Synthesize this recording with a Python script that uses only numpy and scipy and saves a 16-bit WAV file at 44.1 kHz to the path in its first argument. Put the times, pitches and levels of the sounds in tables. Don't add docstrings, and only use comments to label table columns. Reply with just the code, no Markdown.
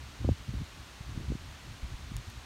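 import sys
import numpy as np
from scipy import signal
from scipy.fft import rfft, irfft, next_fast_len
from scipy.io import wavfile
from scipy.ndimage import uniform_filter1d, map_coordinates

SR = 44100
rng = np.random.default_rng(int(sys.argv[2]) if len(sys.argv) > 2 else 0)


def store_pcm(level_fs):
    pcm = np.round(np.clip(level_fs, -1, 1) * 32767).astype(np.int16)
    wavfile.write(sys.argv[1], SR, np.atleast_2d(pcm).T)


N = 108045


def amp(db):
    return 10 ** (np.asarray(db) / 20)


def unit(x):
    return x / np.sqrt(np.mean(x ** 2) + 1e-20)


def filtered(x, response):
    size = next_fast_len(N + 8192)
    return irfft(rfft(x, size) * response(np.fft.rfftfreq(size, 1 / SR)), size)[:N]


def noise(spectrum):
    corner_hz, db = np.transpose(spectrum)
    white = rng.standard_normal(N)
    return unit(filtered(white, lambda hz: amp(np.interp(np.log(hz + 1), np.log(corner_hz + 1), db))))


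def hiss(level_db=-51.5):
    # frequency in Hz, relative spectral density in dB.
    spectrum = [(30, -19), (60, 10), (110, -6.5), (280, 0.5), (430, -6.5), (720, -4.5), (1100, -2.5),
                (2000, -5), (3300, -6), (4400, -7.3), (4900, -11), (6500, -11.5), (7700, -16.5),
                (9300, -18), (10400, -24.5), (11700, -23), (15600, -29)]
    return amp(level_db) * noise(spectrum)


def swell(crest, rise, fall):
    t = np.arange(N) / SR
    return np.exp(-((t - crest) / np.where(t < crest, rise, fall)) ** 2)


def turbulence(spectrum, window_samples):
    pressure = noise(spectrum)
    power = uniform_filter1d(np.abs(signal.hilbert(pressure)) ** 2, window_samples)
    return unit(pressure / np.sqrt(np.abs(power) + 1e-6))


def wind(breeze_db=-56, rumble_gain_db=1.42, flutter_gain_db=1.5):
    # crest, rise and fall in seconds, then rumble and flutter in relative dB.
    puffs = [(.04, 0.17, 0.072, -49.5, -54), (.22, 0.025, 0.052, -40, -42),
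             (0.257, 0.013, 0.043, -33, -32.5), (0.311, 0.033, 0.023, -26, -35),
             (.41, 0.021, 0.033, -47, -72), (0.496, 0.017, 0.028, -48, -40),
             (0.579, 0.05, 0.011, -35.5, -41.5), (0.619, 0.025, 0.018, -32, -44.5),
             (0.801, 0.03, 0.037, -49.5, -52.5), (1.088, 0.033, 0.028, -43.5, -50),
             (1.18, 0.064, 0.055, -40.5, -42), (1.309, 0.049, 0.036, -33.5, -39),
             (1.47, 0.1, 0.095, -48, -71), (1.688, 0.046, 0.066, -49.5, -48.5),
             (1.845, 0.018, 0.021, -36.5, -66), (1.944, 0.071, .018, -45, -49.5),
             (2.04, 0.046, 0.11, -45.5, -55), (2.163, 0.024, 0.039, -36.5, -49.5),
             (2.282, 0.0092, 0.019, -43, -49.5), (2.373, 0.023, 0.026, -44, -50.5)]
    # frequency in Hz, relative dB.
    rumble_spectrum = [(15, -50), (28, -24), (45, -4), (63, 3.5), (85, -5), (140, -13), (220, -23),
                       (350, -39.5), (700, -84)]
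    flutter_spectrum = [(50, -36), (110, 13), (170, -8.5), (290, -11), (400, -19.5), (700, -34.5),
                        (1200, -59)]
    rumble_envelope, flutter_envelope = np.full(N, amp(breeze_db)), np.zeros(N)
    for crest, rise, fall, rumble_db, flutter_db in puffs:
        force = swell(crest, rise, fall)
        rumble_envelope = np.hypot(rumble_envelope, amp(rumble_db) * force)
        flutter_envelope = np.hypot(flutter_envelope, amp(flutter_db) * force)
    rumble = rumble_envelope * turbulence(rumble_spectrum, window_samples=1300)
    flutter = flutter_envelope * turbulence(flutter_spectrum, window_samples=600)
    return amp(rumble_gain_db) * rumble + amp(flutter_gain_db) * flutter


def eddies(reach_widths=2.58, low_cut_hz=45.4):
    # centre in seconds, peak in dB before the microphone's low cut, width in seconds.
    thumps = [(.2470, -32.5, 0.00047), (0.2507, -29.5, .0008), (0.279, -28.5, 0.00124),
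              (0.2904, -17.5, 0.00061), (.294, -20.5, 0.0014), (0.492, -28.5, 0.0021), (.540, -30, 0.0013),
              (.610, -27, 0.0018), (1.01, -30, 0.0026), (1.177, -25.5, 0.0016), (1.304, -24.5, 0.0016),
              (1.3212, -25, 0.0009), (1.354, -28, 0.0014), (1.713, -31, 0.0033), (1.834, -26.5, 0.0076),
              (1.944, -26, 0.0052), (2.119, -31, 0.0016)]
    t, pressure = np.arange(N) / SR, np.zeros(N)
    for centre, db, width in thumps:
        offset = (t - centre) / width
        pulse = offset / (1 + (offset / reach_widths) ** 2) ** 6
        pressure += amp(db) * pulse / pulse.max()
    return filtered(pressure, lambda hz: (1j * hz / (low_cut_hz + 1j * hz)) ** 2)


def wobble(rate):
    knots = rng.standard_normal(int(N * rate / SR) + 4)
    return map_coordinates(knots, [np.arange(N) * rate / SR])


def leaves(crackle_db=3):
    # crest in seconds, half length in seconds, level in dB.
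    stirs = [(.382, .006, -64), (2.271, 0.014, -61), (2.3065, .0015, -55), (2.317, 0.0078, -64)]
    # frequency in Hz, relative spectral density in dB.
    spectrum = [(1500, -23), (4000, 6), (7000, 7), (9200, 2), (10500, -5), (12000, -7), (16000, -14)]
    grains = unit(noise(spectrum) * amp(crackle_db * wobble(rate=900)))
    return grains * sum(amp(db) * swell(crest, half, half) for crest, half, db in stirs)


def twig(fibres=3, gap_s=.0003, step_db=-1, detune=0.051):
    # start in seconds, rms level in dB with the tick's energy spread over one millisecond.
    ticks = [(2.1664, -36), (2.3005, -47.5)]
    # frequency in Hz, relative level in dB, time to decay by 60 dB in seconds.
    twig_modes = [(3700, -21, 0.0017), (5300, -3, 0.003), (6660, 2, 0.0016), (9000, -1, 0.0028),
                  (12100, -3.5, 0.0023), (14700, -5, 0.0021)]
    t, track = np.arange(SR // 50) / SR, np.zeros(N + SR)
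    for start, db in ticks:
        tick = np.zeros(len(t))
        for fibre in range(fibres):
            age = np.maximum(t - gap_s * (fibre + rng.uniform(0, 0.52)), 0)
            for hz, mode_db, t60 in twig_modes:
                envelope = amp(mode_db - step_db * fibre - 60 * age / t60)
                detuned_hz = hz * np.exp(detune * rng.normal())
                tick += envelope * np.sin(2 * np.pi * detuned_hz * age)
        millisecond_rms = np.sqrt(np.sum(tick ** 2) / (SR / 1000))
        track[round(start * SR):][:len(t)] += amp(db) * tick / millisecond_rms
    return track[:N]


def scene():
    return (hiss() + wind() + eddies() + twig() + leaves())[None]


def record(dry):
    limit_hz = 16200
    return filtered(dry[0], lambda hz: np.clip((limit_hz - hz) / 600, 0, 1))[None]


dry = scene()
out = record(dry)
store_pcm(out)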